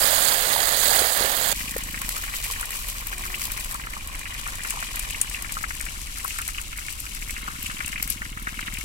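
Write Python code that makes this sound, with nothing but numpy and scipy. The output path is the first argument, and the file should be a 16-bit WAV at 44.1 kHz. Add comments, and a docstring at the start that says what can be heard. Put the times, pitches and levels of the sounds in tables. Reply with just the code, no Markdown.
"""Outdoors at a wood fire, where leaves fry in hot oil in an iron pan. The microphone starts above the
pan: water flashing out of the leaves makes a fierce, dense sizzle on the right, and a skimmer knocks.
From 1.5 s it stands further off, beside the pan: fine fizz, bursting bubbles and sharp spits of oil,
the fizz and spits drifting left. Underneath are a low rumble of fire and air and a soft, even flutter."""
import sys
import numpy as np
from scipy import signal
from scipy.fft import rfft, irfft
from scipy.io import wavfile

SR = 44100
rng = np.random.default_rng(int(sys.argv[2]) if len(sys.argv) > 2 else 0)


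def master(y):
    """Save y as 16-bit WAV."""
    cut = np.clip(np.atleast_2d(y).T, -1, 1)
    pcm = np.round(cut * 32767)  # scale
    wavfile.write(sys.argv[1], SR, pcm.astype(np.int16))


N = 389844

MOVE_S = 1.528  # the microphone changes place at once
LEFT_LAG = 17  # samples by which the pan's sound reaches the left side later


def undb(db):
    """Decibels to gain."""
    return 10 ** (np.asarray(db) / 20)


def curve(table):
    """A table of (time [s], value), joined by straight lines."""
    return np.interp(np.arange(N) / SR, *np.transpose(table))


def after(s, span_s):
    """Smooth step from 0 to 1 round time s."""
    return .5 + .5 * np.tanh(2 * (np.arange(N) / SR - s) / span_s)


def surge(per_s=30):
    """Random values joined by straight lines; spread near 1."""
    return np.interp(np.arange(N) / SR * per_s, np.arange(1024), rng.standard_normal(1024))


def unit(x):
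    """Scale a stereo sound so that its centre has rms 1."""
    return x / np.std(x.mean(axis=0))


def pan(db):
    """Left and right gains of constant power, db apart."""
    gains = undb(np.array([db, -db]).reshape(2, -1) / 2)
    return gains / np.sqrt(np.mean(gains ** 2, axis=0))


def drift_db(s, start_db=1, db_per_s=1.15):
    """Left minus right level at time s: the frying drifts to the left of the microphone."""
    return start_db + db_per_s * (s - MOVE_S)


def colour(x, points, hollows=(), size=4096):
    """Causal filter through (frequency [Hz], gain [dB]) points, with bell-shaped hollows."""
    hz = np.maximum(np.arange(size // 2 + 1) * SR / size, 1)
    point_hz, point_db = np.transpose(points)
    db = np.interp(np.log(hz), np.log(point_hz), point_db)
    db += sum(gain * np.exp(-((hz - centre) / width) ** 2) for centre, width, gain in hollows)
    cepstrum = irfft(np.log(undb(db)))
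    cepstrum[1:size // 2] *= 2  # fold to minimum phase
    cepstrum[size // 2 + 1:] = 0
    return signal.oaconvolve(x, irfft(np.exp(rfft(cepstrum)))[None], axes=1)[:, :N]


def smear(x, seconds):
    """One-pole decay of unit area."""
    keep = np.exp(-1 / (seconds * SR))
    return signal.lfilter([1 - keep], [1, -keep], x)


def add(out, s, sound):
    """Mix a stereo sound in at time s."""
    start = int(np.clip(s * SR, 0, N - 1))
    out[:, start:start + sound.shape[1]] += sound[:, :N - start]


def gather(at, rings):
    """Sum many short rings into one channel at their sample positions."""
    return np.bincount(at.ravel(), rings.ravel(), N)[:N]


def crackle(per_s, spread_db, burst_s, tail_s, tail_db, direct_db, lag=LEFT_LAG):
    """Tiny steam bursts at random moments, few of them large; each scatters briefly round the pan."""
    sizes = undb(spread_db * np.minimum(rng.exponential(size=N), 2 * np.pi))
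    energy = (rng.random(N) < per_s / SR) * sizes ** 2
    burst = smear(energy, burst_s)
    tail = undb(tail_db) ** 2 * smear(energy, tail_s)
    direct = np.sqrt(burst) * rng.standard_normal(N) * undb(direct_db)
    left, right = direct + np.sqrt(burst + tail) * rng.standard_normal((2, N))
    return np.array([np.roll(left, lag), right])


def droplets(count, low_hz, high_hz, ring_s, spread_db, size=384):
    """A cloud of tiny bubbles, each ringing briefly at its own pitch and from its own spot in the pan."""
    when, pitch, strength, spot = rng.random((count, 4)).T[:, :, None]
    step = np.arange(size)
    age = step / SR / ring_s
    hz = low_hz + pitch * (high_hz - low_hz)
    rings = np.sqrt(age) * np.exp(-age) * np.sin(2 * np.pi * hz * step / SR)
    rings *= undb(-spread_db * np.log(strength + .01))
    at = (when * N).astype(int) + step
    lag = (LEFT_LAG * (spot + .5)).astype(int)
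    return unit(np.array([gather(at + lag, rings), gather(at, rings)]))


def fierce_sizzle(stir_s=.31, stir_shift=1.017):
    """From above the pan: water flashes out of fresh leaves, thousands of bursts a second over a boil."""
    # strength of the sizzle: (time [s], level [dB])
    strength = [(0.01, -18.5), (0.2, -21), (0.3, -19), (0.384, -23), (0.7, -22), (0.88, -19), (1.0, -19.5),
                (1.05, -21.5), (1.28, -23.5), (1.4, -24.5), (1.48, -22)]
    # tone of the hiss, of the boil and of the shade on the left side: (frequency [Hz], gain [dB])
    hiss_colour = [(200, -60), (700, -8), (1500, 1), (2200, -5.5), (4400, 3.5), (7500, 3), (10000, 3),
                   (13000, 3), (16000, 5.5)]
    boil_colour = [(60, -6.5), (150, -8), (300, -9), (400, -5.5), (540, 2.5), (760, 3.5), (950, 1),
                   (1150, 2.5), (1400, -1.5), (1750, 4.5), (2600, -4), (3300, -0.5), (8000, -17)]
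    shade = [(100, -8.5), (300, -7), (700, -5), (1300, -9), (2050, -15), (2700, -9), (4400, -23.5),
             (7400, -31.5), (8400, -32), (10500, -37), (14000, -30), (16000, -29)]
    # hollows in the hiss on the right: (frequency [Hz], width [Hz], gain [dB])
    hollows = [(2660, 225, -31), (5660, 540, -12), (11320, 580, -7.5), (14750, 880, -6.5)]
    hiss_db = curve(strength)
    boil_db = -29.5 + .33 * (hiss_db - hiss_db.mean())  # the boil loosely follows the hiss
    hiss = unit(crackle(per_s=3000, spread_db=3.3, burst_s=.0002, tail_s=.006, tail_db=2, direct_db=-8))
    hiss += undb(-2) * droplets(16000, low_hz=900, high_hz=16000, ring_s=.0006, spread_db=2.6, size=160)
    boil = crackle(per_s=900, spread_db=1.6, burst_s=.003, tail_s=.006, tail_db=0, direct_db=14, lag=10)
    # the hollows lie higher until the skimmer stops stirring
    stirred = [(hz * stir_shift, width, db) for hz, width, db in hollows]
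    still = after(stir_s, .12)
    right = still * colour(hiss[1:], hiss_colour, hollows)
    right += (1 - still) * colour(hiss[1:], hiss_colour, stirred)
    left = colour(colour(hiss[:1], hiss_colour), shade)
    hiss = np.vstack([left, right])
    boil = colour(boil, boil_colour)
    boil = np.vstack([colour(boil[:1], shade), boil[1:]])
    return unit(hiss) * undb(hiss_db - .5) + unit(boil) * undb(boil_db)


def rumble(above_db=-43, beside_db=-37.5, side_db=-9):
    """Fire and moving air rumble, nearly alike left and right, louder beside the pan."""
    # tone of the fire and air: (frequency [Hz], gain [dB])
    air_colour = [(12, -7.5), (24, 0.5), (36, 4), (50, -1.5), (75, -8.5), (110, -13), (170, -20.5),
                  (280, -24), (450, -34), (1500, -43.5)]
    air = colour(rng.standard_normal(N) + undb(side_db) * rng.standard_normal((2, N)), air_colour)
    return unit(air) * undb(np.where(np.arange(N) / SR < MOVE_S, above_db, beside_db))


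def knock(hz, cycles, scatter_db, scatter_s=.003, lag=12, size=2048):
    """A damped ring that the pan walls scatter a moment later; peak 1."""
    t = np.arange(size) / SR
    age = t * hz / cycles
    ring = age * np.exp(1 - age) * np.sin(2 * np.pi * hz * (t + 1 / SR))
    walls = rng.standard_normal((2, size)) * np.exp(-t / scatter_s) * (t > .0015)
    echo = signal.fftconvolve(walls, ring[None], axes=1)[:, :size]
    direct = np.array([np.r_[np.zeros(lag), ring[:-lag]], ring])
    both = direct + undb(scatter_db) * echo * ring.std() / echo.std()
    return both / np.abs(both).max()


def skimmer():
    """The skimmer bumps the pan: a hard tap and a hollow tock, damped by oil and leaves."""
    # bumps: (time [s], level [dB], pitch [Hz], ring time [cycles], left minus right [dB])
    bumps = [(.044, -16, 600, .3, -5), (.968, -23, 520, .4, -5), (1.018, -15.5, 480, .4, -5),
             (1.209, -19, 420, .35, -4), (1.246, -17.5, 500, .35, -4), (1.7628, -20.5, 490, .8, 1)]
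    out = np.zeros((2, N))
    for s, db, hz, cycles, pan_db in bumps:
        tap = knock(hz=1500, cycles=.2, scatter_db=0)
        tock = knock(hz, cycles, scatter_db=-18)
        gain = undb(db) * pan(pan_db)
        add(out, s, tock * gain)
        add(out, s + .002, tap * gain)
    return out


def bubble_chains(s, hz, db, pan_db, count=12, gap_s=.0015, rise_cycles=1.18, fade_rings=3.7):
    """Each bursting bubble sets off its neighbours: a rough, fading chain of short rings near one pitch."""
    # larger, deeper bubbles keep closer to one pitch: (pitch [Hz], spread [octaves])
    spreads = [(1350, 0.12), (1900, .28)]
    # later arrival on the left side: (pitch [Hz], delay [samples])
    lags = [(1600, 12), (2000, 19)]
    late, detune, loud, turn, spot = rng.uniform(-1, 1, (len(s), 5, count, 1)).transpose(1, 0, 2, 3)
    s, hz, db, pan_db = (np.reshape(v, (-1, 1, 1)) for v in (s, hz, db, pan_db))
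    link, step = np.arange(count)[:, None], np.arange(320)
    stray = np.minimum((link + 1) / 2, 1)  # the first ring strays half as far
    pitch = hz * 2 ** (np.interp(hz, *np.transpose(spreads)) * detune * stray)
    start = s + gap_s * (link + np.minimum(link, 1) * late / 2)
    tail = undb(-16.5) * (1 - link / count)
    fade = np.exp(-np.maximum(link - .5, 0) / fade_rings) + tail
    cycles = pitch * step / SR
    age = cycles / rise_cycles
    rings = (age * np.exp(1 - age)) ** 2 * np.sin(2 * np.pi * cycles + np.pi * turn)
    rings *= fade * undb(db + 3 * loud)
    at = (start * SR).astype(int) + step
    lag = np.round(np.interp(pitch, *np.transpose(lags)) * (1 + stray * spot / np.e)).astype(int)
    left, right = pan(pan_db)[:, :, None, None]
    return np.array([gather(at + lag, left * rings), gather(at, right * rings)])


def large_bubbles():
    """Large bubbles burst, coloured by the bowl of the pan."""
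    # bursts: (time [s], level [dB], pitch [Hz], left minus right [dB])
    bursts = [(0.56, -20, 910, -5), (0.5885, -22, 680, -4), (0.9116, -22, 694, -3), (0.9919, -21, 754, -4),
              (1.6064, -23, 2100, 8), (1.6763, -22.5, 2470, 4), (1.943, -18.5, 1780, 5),
              (1.9736, -24, 2210, 5), (2.0168, -23.5, 1750, 5), (2.165, -25.5, 1550, 8),
              (2.236, -23, 1720, 6), (2.2777, -24, 2080, 6), (2.338, -20.5, 2040, 2),
              (2.4422, -22.5, 2040, 3), (2.5179, -31, 1890, 2), (2.5595, -23, 1900, 4),
              (2.628, -22.0, 1620, 6), (2.728, -24, 2230, 3), (3.1284, -20, 1780, 2),
              (3.2368, -21.5, 2110, 2), (3.2532, -25.0, 1650, 4), (3.3423, -17.5, 2370, 4),
              (3.4159, -24, 2230, 3), (3.5044, -26, 1620, 5), (3.5748, -23.5, 2020, 6),
              (3.7468, -25.5, 1136, 4), (3.8369, -25.0, 2000, 7), (3.8686, -25, 1700, 1),
              (3.934, -22, 1880, 4), (3.965, -27, 1124, 1), (4.146, -25, 2110, 1), (4.2556, -22, 2130, 0),
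              (4.3482, -23.5, 1880, 1), (4.4635, -20.5, 1570, 4), (4.4836, -23, 1860, 1),
              (4.525, -31, 1610, 6), (4.6478, -17.5, 1820, 1), (4.7073, -23, 2320, -3),
              (4.771, -28, 1070, 2), (4.8258, -18, 1830, 0), (4.9689, -23.5, 2100, 1),
              (5.0344, -28.5, 1710, 5), (5.1054, -23, 2600, 1), (5.1456, -19, 2250, 1),
              (5.2735, -28, 2490, 4), (5.3444, -18, 2390, 0), (5.3631, -25, 2470, 6),
              (5.445, -22.5, 1970, 15), (5.493, -23.0, 2090, 8), (5.5683, -18, 1360, 5),
              (5.6384, -15, 1720, 10), (5.705, -17.5, 1900, 5), (5.8055, -22, 2090, 5),
              (5.864, -21, 1810, 13), (5.8858, -26, 2300, 8), (6.198, -26, 2080, 2),
              (6.246, -18.5, 1280, 7), (6.3054, -22, 2720, -3), (6.3867, -15.5, 1810, 0),
              (6.422, -27.5, 2370, -1), (6.4863, -21.5, 1790, 1), (6.5456, -25.0, 2650, 2),
              (6.5822, -19.5, 2730, 5), (6.7288, -24.5, 2450, 0), (6.786, -21.5, 1840, -4),
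              (6.8832, -22, 1920, -1), (7.0658, -26, 2300, -6), (7.2204, -24, 2200, -1),
              (7.295, -21.5, 2100, -4), (7.3648, -22, 2090, 2), (7.4637, -28, 2100, 0),
              (7.478, -19.5, 1330, 4), (7.661, -21, 2670, 0), (7.6973, -22.5, 1880, 1),
              (7.7882, -27, 2270, 2), (7.8043, -15.5, 1760, 7), (7.8453, -23.5, 2450, 0),
              (7.8745, -24.5, 2320, -2), (7.9284, -20.5, 1880, 3), (7.9585, -18, 2280, 2),
              (7.977, -21.5, 2420, 8), (7.9978, -22.0, 2040, -1), (8.2176, -19.5, 1730, 3),
              (8.2528, -25.5, 1760, 3), (8.3722, -22.5, 1910, 3), (8.47, -14, 1720, 4),
              (8.4877, -28, 2180, 1), (8.571, -27, 2500, -1), (8.5908, -19.5, 1940, 4),
              (8.626, -22, 2170, 1), (8.6776, -20, 1890, 0), (8.7714, -22.5, 2220, 2)]
    # tone of the bowl: (frequency [Hz], gain [dB])
    bowl_colour = [(500, -0.5), (1000, 0), (1300, 3), (1550, -2.5), (2000, -2.5), (2400, 0.5), (2900, 4),
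                   (3400, -8), (5000, -15)]
    s, db, hz, pan_db = np.transpose(bursts)
    return colour(bubble_chains(s, hz, db - 1, pan_db), bowl_colour)


def flutter(hz=190, width_s=.0024, stop_s=.034):
    """Spells of soft, even, low beats of about one cycle each, dead centre."""
    # spells: (start [s], end [s], swell time [s], beat rate [1/s], level [dB])
    spells = [(1.443, 2.105, .2, 27.3, -30), (2.953, 6.09, 0.18, 22, -37), (7.199, 8.86, 0.66, 19.2, -29)]
    out, now = np.zeros(N), np.arange(N) / SR
    for start, end, swell_s, rate, db in spells:
        phase = (now - start) * rate
        t = (phase % 1 - .5) / rate  # time from the middle of each beat
        beats = np.exp(-(t / width_s) ** 2) * np.sin(2 * np.pi * hz * t + np.pi / 4)
        uneven_db = .78 * rng.standard_normal(N)[phase.astype(int)]
        spell = after(start, swell_s) * (1 - after(end, stop_s))
        out -= spell * beats * undb(db + uneven_db - 2.5)
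    return out


def fizz(dry_s=3.8, drying_s=.14, flare_s=.018):
    """Beside the pan: fine spray and sharper ticks burst on the oil; the top fades as the leaves dry."""
    # strength of the fizz: (time [s], level [dB])
    strength = [(1.56, -37), (1.85, -38.5), (2.3, -34), (2.65, -36.5), (3.1, -37.5), (3.55, -37),
                (3.9, -41.5), (4.4, -39.5), (5.05, -36.5), (5.55, -39), (6.35, -36.5), (6.6, -39.5),
                (7.5, -39), (8.05, -40), (8.35, -45), (8.84, -39.5)]
    # flares where wet leaves touch the oil: (time [s], rise [dB])
    flares = [(2.52, 2.5), (3.425, 4), (3.455, 6.5), (4.715, 2), (5.53, 5), (7.665, 6), (7.885, 1),
              (8.04, 5.5), (8.11, 12.5), (8.14, 3.5)]
    # tone of the spray and of the ticks: (frequency [Hz], gain [dB])
    spray_colour = [(1000, -30.5), (2500, 7), (3600, 0.5), (5000, 3), (6500, 3), (8000, 6), (9600, 2.5),
                    (12000, 3.5), (16000, -5)]
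    tick_colour = [(1000, -14.5), (3000, -0.5), (5500, 4.5), (8000, 6), (10000, 3), (12500, 7),
                   (16000, 3.5)]
    t = np.arange(N) / SR
    spray = crackle(per_s=1300, spread_db=2.7, burst_s=.0005, tail_s=.012, tail_db=2, direct_db=-3)
    ticks = crackle(per_s=70, spread_db=1.3, burst_s=.0014, tail_s=.008, tail_db=-7, direct_db=-2)
    both = unit(unit(colour(spray, spray_colour)) + undb(-2.5) * unit(colour(ticks, tick_colour)))
    top = signal.sosfiltfilt(signal.butter(3, 12500, "high", fs=SR, output="sos"), both)
    top_db = .5 - 9 * after(dry_s, drying_s)
    flare_db = sum(rise * np.exp(-((t - s) / flare_s) ** 2) for s, rise in flares)
    level_db = curve(strength) - .52 + flare_db + 1.75 * surge()
    return (both - top + top * undb(top_db)) * undb(level_db) * pan(drift_db(t))


def small_pops(lifted, count=700, per_s=85, drained_per_s=44, low_hz=1414, high_hz=3140, spread_db=3):
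    """Small bubbles ripen and burst in loose succession, more sparsely once the leaves are out."""
    due = np.cumsum(per_s + (drained_per_s - per_s) * lifted) / SR
    late, pitch, size = rng.random((count, 3)).T
    s = np.searchsorted(due, np.arange(count) + 2 * late) / SR
    hz = low_hz + pitch * (high_hz - low_hz)
    db = spread_db * np.sqrt(12) * (size - .5)
    return unit(bubble_chains(s, hz, db, pan_db=np.zeros(count)))


def simmer(lift_s=5.8, calm_s=.99):
    """Beside the pan: bubbles seethe, pop and gurgle; the oil calms as the skimmer lifts the leaves out."""
    # strength of the simmer: (time [s], level [dB])
    strength = [(1.56, -38.5), (1.9, -40.5), (2.15, -37.5), (2.5, -37.5), (2.95, -41.5), (3.5, -38.5),
                (3.95, -42), (4.3, -39), (4.95, -38), (5.5, -40.5), (6.05, -42.5), (6.4, -40), (7.0, -42.5),
                (7.35, -38.5), (7.9, -37), (8.28, -44), (8.6, -36.5), (8.84, -38.5)]
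    # tone of the simmer with leaves in, with leaves out, and of the gurgle: (frequency [Hz], gain [dB])
    leafy_colour = [(600, -13.5), (1050, 4), (1320, 2.5), (1520, 3), (1750, 4), (2000, 6), (2170, -1),
                    (2420, 10), (2680, -3.5), (2900, 9), (3150, 3), (3500, 0), (5000, 11), (9000, -48)]
    drained_colour = [(600, -6), (1000, 0), (1320, 7.5), (1550, 3), (1950, 1), (2200, 8), (2450, -3),
                      (2750, 8), (3100, 4.5), (3500, -0.5), (5000, 11.5), (9000, -42)]
    gurgle_colour = [(150, -37), (420, -3.5), (650, -1), (850, 1), (1080, 11.5), (1450, -7), (2200, 5.5),
                     (5000, -53)]
    db = curve(strength)
    lifted = after(lift_s, calm_s)
    seethe = droplets(9000, low_hz=900, high_hz=4000, ring_s=.0012, spread_db=1.5)
    small = small_pops(lifted) + seethe * undb(-2 - .5 * lifted)
    leafy, drained = unit(colour(small, leafy_colour)), unit(colour(small, drained_colour))
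    small = ((1 - lifted) * leafy + lifted * drained) * undb(db - 4)
    gurgle = crackle(per_s=220, spread_db=1.8, burst_s=.0018, tail_s=.008, tail_db=-7, direct_db=6, lag=11)
    gurgle = unit(colour(gurgle, gurgle_colour)) * undb(db - 9.5 - 8 * lifted)
    return small * pan(1.6) + gurgle * pan(1.5)


def spits(band_hz=2600, spray_db=-23, spray_s=.009, size=4096):
    """A water drop bursts in the oil: a crack, its echo off the pan wall, then a hiss of falling spray."""
    # drops: (time [s], level [dB], bright band [Hz], broad crack relative to that band [dB])
    drops = [(1.709, -18.5, 8090, 3), (1.7656, -18.5, 10200, -3), (1.781, -17, 11700, 9),
             (1.8355, -19.5, 7710, -5), (2.0155, -16, 8530, 15), (2.0899, -10.5, 12500, 20),
             (2.165, -21, 10000, 4), (2.2384, -19, 11700, -2), (2.4384, -19, 9000, -1),
             (2.5193, -18.5, 9400, -9), (2.6092, -16, 8710, -3), (2.655, -20, 9000, -8),
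             (2.7052, -20, 11000, 0), (2.7537, -21, 9590, -2), (2.768, -22, 8900, -2),
             (2.8845, -16.5, 11200, 3), (2.898, -18, 10900, 4), (3.069, -16.5, 12300, -4),
             (3.18, -22, 8860, -4), (3.2206, -26, 8400, -5), (3.253, -25, 9100, -3), (3.409, -28, 10800, 0),
             (3.467, -23, 10400, 0), (3.5176, -14, 11600, -6), (3.5747, -22.5, 9000, -3),
             (3.596, -24, 8450, -4), (3.645, -20, 9500, 1), (3.7099, -20.5, 7930, 1),
             (3.722, -21.5, 10000, -1), (3.742, -19, 9100, 3), (3.755, -25, 10000, -3),
             (4.073, -20, 10800, -1), (4.151, -25, 8200, -5), (4.191, -23.5, 8500, -5),
             (4.4746, -22.5, 8500, -8), (4.554, -23, 8200, -4), (4.6338, -23, 8200, -9),
             (4.674, -23, 7960, 1), (4.698, -18, 8000, -6), (4.7046, -11.5, 8100, -6),
             (4.8179, -31, 8000, -9), (4.957, -16.5, 12600, 8), (4.9934, -13, 9900, 6),
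             (5.107, -20, 8770, -4), (5.213, -5.5, 9100, -15), (5.2966, -19, 7840, 5),
             (5.4218, -16, 8520, 6), (5.521, -17, 8360, 0), (5.6278, -20.5, 7900, -3),
             (5.75, -21.5, 8500, -7), (5.81, -17.5, 8000, -7), (5.8517, -21, 8500, 0),
             (6.1833, -21.5, 8500, 3), (6.2433, -18, 11600, -8), (6.258, -24, 9600, -3),
             (6.278, -16.5, 9200, 7), (6.3846, -18, 9000, -1), (6.4155, -18, 8860, 0),
             (6.4772, -15.5, 10600, -3), (6.613, -21, 8500, -6), (6.774, -21, 9900, 7),
             (6.903, -21.5, 9000, 3), (6.924, -22, 10100, 1), (6.981, -29, 9000, -1),
             (7.0014, -20, 11300, -12), (7.094, -34, 9600, -4), (7.147, -24, 11500, -16),
             (7.284, -25, 8500, -2), (7.3063, -17, 10900, 6), (7.626, -18.5, 11900, -8),
             (7.8603, -17.5, 7850, -3), (7.878, -18, 9800, -3), (8.0255, -10, 12400, 2),
             (8.075, -20, 11200, -8), (8.1, -10.5, 11600, -8), (8.424, -25, 10700, 3),
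             (8.483, -33, 9600, -1), (8.738, -19.5, 7640, 0), (8.784, -24, 11000, -1)]
    # tone of all the spits: (frequency [Hz], gain [dB])
    spit_colour = [(300, -13.5), (1500, -5.5), (4000, -5), (6000, -4), (8200, 2), (10500, -1), (13000, 1.5),
                   (16000, -3)]
    out, t = np.zeros((2, N)), np.arange(size) / SR
    bins_hz = np.arange(size // 2 + 1) * SR / size
    crack = (1 - np.exp(-t / .00015)) * np.exp(-t / .0018)
    spray = undb(spray_db) * t / spray_s * np.exp(1 - t / spray_s)
    for s, db, hz, crack_db in drops:
        echo_s = rng.uniform(.0015, .003)
        echo = undb(-5) * (t > echo_s) * np.exp(-np.abs(t - echo_s) / .0011)
        spectrum = undb(crack_db) + np.exp(-((bins_hz - hz) / band_hz) ** 2)
        noise = unit(irfft(rfft(rng.standard_normal((2, size))) * spectrum))
        add(out, s + .00058, (crack + echo + spray) * noise * undb(db - 4.5) * pan(drift_db(s)))
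    return colour(out, spit_colour)


def faint_tone(start_s=3.12, end_s=3.38, hz=362, db=-53, octave_db=-7, waver_db=2):
    """A faint wavering tone sounds briefly in the background."""
    t = np.arange(N) / SR
    gate = smear(1. * ((t > start_s) & (t < end_s)), .0037)
    tone = np.sin(2 * np.pi * hz * t) + undb(octave_db) * np.sin(4 * np.pi * hz * t)
    return gate * undb(db + waver_db * surge()) * tone


def scene():
    """The fierce sizzle above the pan gives way to the quieter frying heard from beside it."""
    # tone at each side of the microphone beside the pan: (frequency [Hz], gain [dB])
    left_colour = [(3000, 0), (4200, -1), (6000, 0.5)]
    right_colour = [(2900, 0), (3500, 2), (4400, 4.5), (5200, -0.5)]
    beside = smear(1. * (np.arange(N) / SR > MOVE_S), .0023)
    quiet = fizz() + simmer()
    quiet = np.vstack([colour(quiet[:1], left_colour), colour(quiet[1:], right_colour)])
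    frying = (1 - beside) * fierce_sizzle() + beside * quiet
    return frying + large_bubbles() + spits() + skimmer() + faint_tone() + flutter() + rumble()


def record(dry):
    """Peaks stop at full scale and the top is cut steeply above 15.8 kHz."""
    lowpass = signal.ellip(10, .1, 80, 15800, fs=SR, output="sos")
    return signal.sosfilt(lowpass, np.clip(dry, -1, 1))


dry = scene()
out = record(dry)
master(out)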